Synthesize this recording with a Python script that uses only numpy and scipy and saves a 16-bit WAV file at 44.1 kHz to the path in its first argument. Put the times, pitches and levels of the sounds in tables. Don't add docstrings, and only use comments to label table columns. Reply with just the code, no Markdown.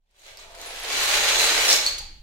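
import sys
import numpy as np
from scipy import signal
from scipy.fft import rfft, irfft
from scipy.io import wavfile
from scipy.ndimage import uniform_filter1d

SR = 44100
rng = np.random.default_rng(int(sys.argv[2]) if len(sys.argv) > 2 else 0)


def attenuation_scalar(level_db):
    decades = np.asarray(level_db, float) / 20
    return 10 ** decades


def bounce(signal):
    frames = np.transpose(np.atleast_2d(signal))
    limited = np.clip(frames, -1, 1)
    pcm = np.round(limited * 32767).astype(np.int16)
    wavfile.write(sys.argv[1], SR, pcm)


N = 98034
TIME = np.arange(N) / SR


def evened(x):
    return x / np.sqrt(np.mean(x ** 2) + 1e-20)


def read(points, hz):
    f, value = np.transpose(points)
    return np.interp(np.log(hz + 1), np.log(f + 1), value)


def curve(table, axis):
    columns = np.transpose(table)
    return np.interp(TIME, columns[0], columns[axis])


def colour(x, points):
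    count = x.shape[-1]
    gain = attenuation_scalar(read(points, np.fft.rfftfreq(count, 1 / SR)))
    return irfft(rfft(x) * gain, count)


def modes(table, tune):
    t = np.arange(3000) / SR
    out = 0
    for (hz, db, t60), k in zip(table, tune):
        out = out + attenuation_scalar(db - 60 * t / t60) * np.sin(2 * np.pi * hz * k * t)
    return out


LAG_START, LAG_END, LAG_SPREAD = -14, 10, 6
FAR_END_LAG, FAR_END_S = 9, 1.85


def both_ears(at, size, spread, far_end=False):
    lag = LAG_START + (LAG_END - LAG_START) * at / N + LAG_SPREAD * spread
    lag = FAR_END_LAG if far_end else lag
    left_at = np.clip(at + np.round(lag).astype(int), 0, N - 1)
    out = np.zeros((2, N))
    np.add.at(out[0], left_at, size)
    np.add.at(out[1], at, size)
    return out


# (time [s], effort [dB], tile ring [dB], floor thud [dB], edge sharpness [dB])
FALLING_WAVE = [(0, -100, -12, 12, -6), (.09, -81.5, -24, 7, -29), (.2, -64, 4.5, 3, 15),
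                (.27, -51, -4, 2, -17), (.36, -59.5, -19, 6, -30), (.4, -52, 5, 4, -26),
                (.49, -60, -29, 13, -29), (.615, -45.5, 1.5, 6.5, -8), (.79, -44, -35, 4, -9),
                (.92, -32, -1.5, 0, -14), (1.05, -29, -4, -3.5, 3), (1.2, -29, -0.5, 3, -6),
                (1.33, -27, -1.5, -3, -29), (1.42, -27.5, 5, 0.5, 6.5), (1.57, -26, -6.5, -2.5, -16),
                (1.66, -29, -1, 1.5, 10), (1.73, -27.5, 5.5, 6, 14), (1.8, -40.5, 7, -3.5, -5)]
# (frequency [Hz], density [dB per Hz])
TICK_COLOUR = [(530, -19.5), (900, -8.5), (2300, -2), (3200, -4.5), (4040, -5), (5180, -7.5), (6500, -10.5),
               (15500, -27.5)]
# (frequency [Hz], level [dB], time to fade by 60 dB [s])
TILE_TONES = [(2195, -9, 0.037), (3550, 0, 0.023), (4044, 1.5, 0.083), (4330, 1.5, 0.027),
              (6130, -5, 0.046), (6600, 9, 0.0094), (8060, -1, 0.025), (11820, -9.5, 0.045)]
# (frequency [Hz], level [dB], time to fade by 60 dB [s])
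BOARD_TONES = [(290, -16, 0.04), (470, -1, .03), (610, 8, 0.028), (720, 7, 0.02), (820, 8, 0.022),
               (930, 3, .025)]
# (time [s], pitch [-1 to 1])
BOARD_PITCH = [(0, -.4), (.47, -.4), (.495, .6), (.75, .1), (.85, -.5), (1.05, .4), (1.2, -.3), (1.5, .4),
               (1.6, -.4), (1.9, -.3), (2.2, 0)]
WAVE_END_S, WAVE_STOP_DB_PER_S = 1.884, -300
KNOCKS_PER_S, SIZE_SPREAD_DB = 6000, 2.5
RING_DB, THUD_DB, EDGE_DB, EDGE_HZ = -5.5, -10.5, -22, 8700
TILE_DETUNE, BOARD_DETUNE, BOARD_RANGE = 0.0172, 0.017, 0.12
SURGE_DB, SURGE_S = 1.83, 0.011
KINDS = 30


def field():
    count = 14000
    at = (np.cumsum(rng.exponential(1, count)) * SR / KNOCKS_PER_S).astype(int)
    size = attenuation_scalar(SIZE_SPREAD_DB * np.minimum(rng.exponential(1, count), 5))
    size = size * rng.choice([-1., 1.], count) * (at < N)
    at = np.minimum(at, N - 1)
    spread, kind = rng.standard_normal((2, count))
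    kind = 14.5 + 10 * curve(BOARD_PITCH, axis=1)[at] + 7 * kind
    kind = np.clip(np.round(kind), 0, KINDS - 1)

    tick, ring, thud = np.zeros((3, 2, N))
    for k in range(KINDS):
        train = both_ears(at[kind == k], size[kind == k], spread[kind == k])
        grain = rng.standard_normal(64) * attenuation_scalar(-60 * np.arange(64) / SR / 0.0033)
        grain = grain / np.linalg.norm(grain)
        tile = modes(TILE_TONES, 1 + TILE_DETUNE * rng.standard_normal(len(TILE_TONES)))
        board_tune = 1 + BOARD_RANGE * (k / 12.7 - 1)
        board_tune = board_tune + BOARD_DETUNE * rng.standard_normal(len(BOARD_TONES))
        board = modes(BOARD_TONES, board_tune)
        tick += signal.oaconvolve(train, grain[None])[:, :N]
        ring += signal.oaconvolve(train, tile[None])[:, :N]
        thud += signal.oaconvolve(train, board[None])[:, :N]

    width = max(round(SURGE_S * SR), 1)
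    surge = uniform_filter1d(rng.standard_normal(N), width)
    surge = evened(uniform_filter1d(surge, width))
    tick = tick * attenuation_scalar(SURGE_DB * surge)
    edge = colour(tick, [(0.087 * EDGE_HZ, -35), (EDGE_HZ, 0), (15500, -2)])

    clatter = evened(colour(tick, TICK_COLOUR))
    clatter = clatter + attenuation_scalar(RING_DB + curve(FALLING_WAVE, axis=2)) * evened(ring)
    clatter = clatter + attenuation_scalar(THUD_DB + curve(FALLING_WAVE, axis=3)) * evened(thud)
    clatter = clatter + attenuation_scalar(EDGE_DB + curve(FALLING_WAVE, axis=4)) * evened(edge)
    stop_db = WAVE_STOP_DB_PER_S * np.maximum(TIME - WAVE_END_S, 0)
    return attenuation_scalar(curve(FALLING_WAVE, axis=1) + stop_db) * clatter


# (time [s], peak [dB], ring [Hz], tumble length [s], sharpness [dB])
SINGLE_CLACKS = [(0.072, -79, 3450, .002, -6), (.111, -70, 8000, .002, 4), (.166, -64, 8250, .002, -4),
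                 (0.194, -59, 6450, .004, 0), (0.333, -64, 12350, .002, -3), (.372, -46, 12500, .0015, 3),
                 (.5505, -44, 9000, .002, 0), (.3935, -61, 14100, 0.0013, 3), (.6158, -47, 13000, .002, 11),
                 (.7385, -42, 11600, .01, -9), (.655, -33, 9500, .045, -17),
                 (.798, -34.5, 11500, .002, -15), (0.8185, -37, 10500, .002, -4),
                 (0.834, -39, 10800, 0.0045, -6), (1.68, -11.5, 5370, 0.085, 3),
                 (1.8633, -12, 4450, 0.0011, -5), (1.9824, -40, 10800, 0.00042, 7),
                 (1.984, -37.5, 6600, .014, 8.5), (1.99, -50.5, 840, .07, -30),
                 (2.074, -56.5, 310, 0.031, -30)]
# (frequency [Hz], density [dB per Hz])
SNAP_COLOUR = [(600, -24), (2500, -9), (4500, 0), (7500, -1), (10000, -8), (15500, -10), (16500, -30)]
CONTACTS, CONTACT_DETUNE, CONTACT_FADE_DB = 7, .2, -1.2
RISE_CYCLES, SNAP_T60_S, TUMBLE_S = 5.6, .005, .004


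def clacks():
    ring, snap = np.zeros((2, 2, N))
    t = np.arange(1000) / SR
    draws = rng.random((len(SINGLE_CLACKS), CONTACTS))
    ticks = rng.standard_normal((len(SINGLE_CLACKS), CONTACTS, 1000))
    for (s, db, hz, length, sharp_db), draw, tick in zip(SINGLE_CLACKS, draws, ticks):
        rise = t * hz / RISE_CYCLES
        swell = (rise * np.exp(1 - rise)) ** 2
        for k in range(CONTACTS):
            at = round((s + length * (k + 1.1 * draw[k]) / CONTACTS) * SR)
            size = attenuation_scalar(db + CONTACT_FADE_DB * k)
            train = both_ears(np.array([at]), size, 0, s > FAR_END_S)[:, at - 50:at + 50]
            detune = CONTACT_DETUNE * (k > 0) * (draw[k - 1] - .5)
            tone = np.sin(2 * np.pi * hz * (1 + detune) * t) * swell
            if k > 0:
                tone = tone * min((length / TUMBLE_S) ** 2, 1)
            crack = attenuation_scalar(sharp_db - 60 * t / SNAP_T60_S) * tick[k]
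            ring[:, at - 50:at + 1049] += signal.fftconvolve(train, tone[None])
            snap[:, at - 50:at + 1049] += signal.fftconvolve(train, crack[None])
    return ring + colour(snap, SNAP_COLOUR)


# (time [s], peak [dB], ring [Hz])
EDGE_HITS = [(.3728, -36, 5000), (.3735, -39, 7500), (.3767, -40, 4800), (.3817, -42, 5000),
             (.388, -43, 4800), (.3892, -44, 5200), (.3939, -48, 1000), (.3957, -42, 6700),
             (.3973, -42, 4200), (.4955, -51, 7800), (.5227, -47, 9000), (.551, -42, 4400),
             (.5803, -44, 9500), (.6157, -33, 6500), (.6168, -41, 3800), (.7703, -36, 8000),
             (.8075, -34, 7000), (.8574, -30, 6500), (.8875, -26, 4100), (.9118, -26, 6000),
             (.9291, -23, 4800), (1.017, -21, 6800), (1.1173, -20, 6000), (1.2524, -18, 5700),
             (1.2846, -18, 6600), (1.2987, -18, 5700), (1.3404, -18, 6400), (1.3681, -18, 6800),
             (1.4157, -17, 5600), (1.4538, -17, 7500), (1.5259, -18, 6000), (1.5513, -18, 6600),
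             (1.5785, -15, 4400), (1.6247, -18, 6400), (1.6515, -18, 5700), (1.6588, -17, 6600),
             (1.6828, -14, 5500), (1.6852, -18, 6600), (1.6955, -18, 6400), (1.7068, -13, 4600),
             (1.7082, -13, 6000), (1.7101, -8, 5200), (1.7118, -10, 5600), (1.7131, -9, 4600),
             (1.7143, -12, 4000), (1.7167, -13, 3900), (1.7192, -13, 4000), (1.7235, -17, 5200),
             (1.7278, -11, 5500), (1.729, -7, 6500), (1.7302, -7, 5600), (1.7316, -8, 5000),
             (1.7385, -14, 5600), (1.76, -17, 5400), (1.7745, -23, 5800), (1.8428, -26, 4250),
             (1.8988, -32, 5800), (1.9265, -27, 4300), (1.9828, -27, 3400), (1.9857, -33, 6100)]
BLIP_CYCLES, BLIP_SNAP_DB, BLIP_SNAP_T60_S = 1.6, -14, .005


def blips():
    out, snap = np.zeros((2, 2, N))
    t = np.arange(-100, 200) / SR
    draws = rng.standard_normal((len(EDGE_HITS), 2))
    ticks = rng.standard_normal((len(EDGE_HITS), 2, 300))
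    for (s, db, hz), (place, phase), tick in zip(EDGE_HITS, draws, ticks):
        at = round(s * SR)
        train = both_ears(np.array([at]), attenuation_scalar(db), .5 * place, s > FAR_END_S)[:, at - 50:at + 50]
        tone = np.cos(2 * np.pi * hz * t + phase) * np.exp(-(t * hz / BLIP_CYCLES) ** 2)
        crack = attenuation_scalar(BLIP_SNAP_DB - 60 * abs(t) / BLIP_SNAP_T60_S) * tick
        out[:, at - 150:at + 249] += signal.fftconvolve(train, tone[None])
        snap[:, at - 150:at + 249] += signal.fftconvolve(train, crack, axes=1)
    return out + colour(snap, SNAP_COLOUR)


# (time [s], level [dB], ring [Hz])
LAST_TILE = [(1.83, -20, 4250), (1.859, -31, 4180), (1.863, -55, 4210), (1.869, -18.5, 4390),
             (1.89, -35, 4315), (1.93, -39.5, 4404), (1.975, -49.5, 4390), (1.986, -37.5, 4660),
             (2.012, -43, 4920), (2.02, -58, 4770), (2.03, -48, 4650), (2.08, -56, 4660), (2.15, -76, 4650),
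             (2.22, -88, 4700)]
RATTLE_PER_S, RATTLE_WIDTH_HZ, RATTLE_DB = 600, 230, -4.5
RATTLE_OVERTONE, OVERTONE_DB = 1.85, -20


def rattle():
    taps = rng.random(N) < RATTLE_PER_S / SR
    taps = taps * attenuation_scalar(1.9 * np.minimum(rng.exponential(1, N), 3))
    r = np.exp(-np.pi * RATTLE_WIDTH_HZ / SR)
    ring = 0
    for ratio, db in ((1, 0), (RATTLE_OVERTONE, OVERTONE_DB)):
        turn = np.exp(2j * np.pi * np.cumsum(ratio * curve(LAST_TILE, axis=2)) / SR)
        smooth = signal.lfilter([1 - r], [1, -r], taps / turn)
        smooth = signal.lfilter([1 - r], [1, -r], smooth)
        ring = ring + attenuation_scalar(db) * evened((turn * smooth).real)
    start = np.clip((TIME - LAST_TILE[0][0]) / 0.015, 0, 1)
    ring = ring * attenuation_scalar(RATTLE_DB + curve(LAST_TILE, axis=1)) * start
    return np.array([np.roll(ring, FAR_END_LAG), ring])


# (frequency [Hz], time to fade by 60 dB [s])
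ROOM_FADE = [(250, 0.62), (1000, 0.59), (3000, 0.64), (6000, 0.5), (12000, 0.35)]
ROOM_TURNS = 1.6


def room(x):
    out = 0
    for k in range(3):
        taps = np.zeros((2, SR))
        at = np.arange(120, SR - 20, 20) + rng.integers(0, 20, (2, (SR - 121) // 20))
        np.put_along_axis(taps, at, rng.choice([-1., 1.], at.shape), 1)
        hz, t, z = signal.stft(taps, SR, nperseg=256)
        same = np.clip(1 - hz / 1600, 0, 1)[:, None] ** 1.68
        z[1] = same * z[0] + np.sqrt(1 - same ** 2) * z[1]
        decay = attenuation_scalar(-60 * t / read(ROOM_FADE, hz)[:, None])
        tail = signal.istft(z * decay, SR, nperseg=256)[1]
        tail = tail / np.linalg.norm(tail[0])
        share = np.sqrt(2 / 3) * np.cos(np.pi * (ROOM_TURNS * TIME + k / 3))
        out = out + signal.fftconvolve(share * x, tail, axes=1)[:, :N]
    return out


# (time [s], level [dB])
RUMBLE_LEVEL = [(0.0, -71), (0.15, -66), (0.44, -53), (0.83, -50.5), (0.85, -57), (0.98, -44),
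                (1.61, -43.5), (1.64, -41.5), (1.82, -48), (1.93, -40.5), (2.01, -38.5), (2.05, -42),
                (2.16, -42.5), (2.22, -43.5)]
# (frequency [Hz], density [dB per Hz])
RUMBLE_COLOUR = [(8.8, -30), (15, 10.5), (48, -9.5), (105, -16.5), (145, -23.5), (220, -23), (290, -39),
                 (480, -120)]
# (frequency [Hz], level [dB])
HUM_LINES = [(32, -5), (63, -12)]
# (frequency [Hz], density [dB per Hz])
AIR_COLOUR = [(35, -25), (60, 8.5), (105, -1), (287, -52), (579, -49), (767, -65), (1910, -42), (7940, -51),
              (15800, -36), (16300, -98)]
# (frequency [Hz], density [dB per Hz])
HISS_COLOUR = [(2000, -15), (6000, 0), (15000, -1), (15900, -3), (16300, -50)]
AIR_DB, HISS_DB = -65.5, -73
FADE_S, FADE_FROM_DB = 0.28, -31


def background():
    low = rng.standard_normal(N) + 0.19 * rng.standard_normal((2, N))
    low = evened(colour(low, RUMBLE_COLOUR))
    hum = sum(attenuation_scalar(db) * np.sin(2 * np.pi * (hz * TIME + rng.random())) for hz, db in HUM_LINES)
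    air = rng.standard_normal(N) + 0.33 * rng.standard_normal((2, N))
    air = attenuation_scalar(AIR_DB) * evened(colour(air, AIR_COLOUR))
    hiss = attenuation_scalar(HISS_DB) * evened(colour(rng.standard_normal((2, N)), HISS_COLOUR))
    fade = attenuation_scalar(FADE_FROM_DB * np.clip(1 - TIME / FADE_S, 0, 1))
    return attenuation_scalar(curve(RUMBLE_LEVEL, axis=1)) * (attenuation_scalar(-3.5) * low + hum) + fade * (air + hiss)


# (frequency [Hz], level [dB])
MICROPHONE = [(60, -17), (200, -14.5), (400, 2), (15800, 5.5), (16400, -59)]
FIELD_DB, ROOM_DB, SINGLE_ROOM_DB, LEFT_DB = 0.5, -1.5, -4, -0.75


def scene():
    mass = attenuation_scalar(FIELD_DB) * field()
    single = clacks() + blips() + rattle()
    echoes = attenuation_scalar(ROOM_DB) * room(mass + attenuation_scalar(SINGLE_ROOM_DB) * single)
    tiles = colour(mass + single + echoes, MICROPHONE)
    return (tiles + background()) * attenuation_scalar(np.array([[LEFT_DB], [0]]))


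def band_limit(x):
    return signal.sosfilt(signal.butter(12, 16150, fs=SR, output="sos"), x)


def record(dry):
    ceiling = .95
    mix = ceiling * np.tanh(dry / ceiling)
    return band_limit(mix)


dry = scene()
out = record(dry)
bounce(out)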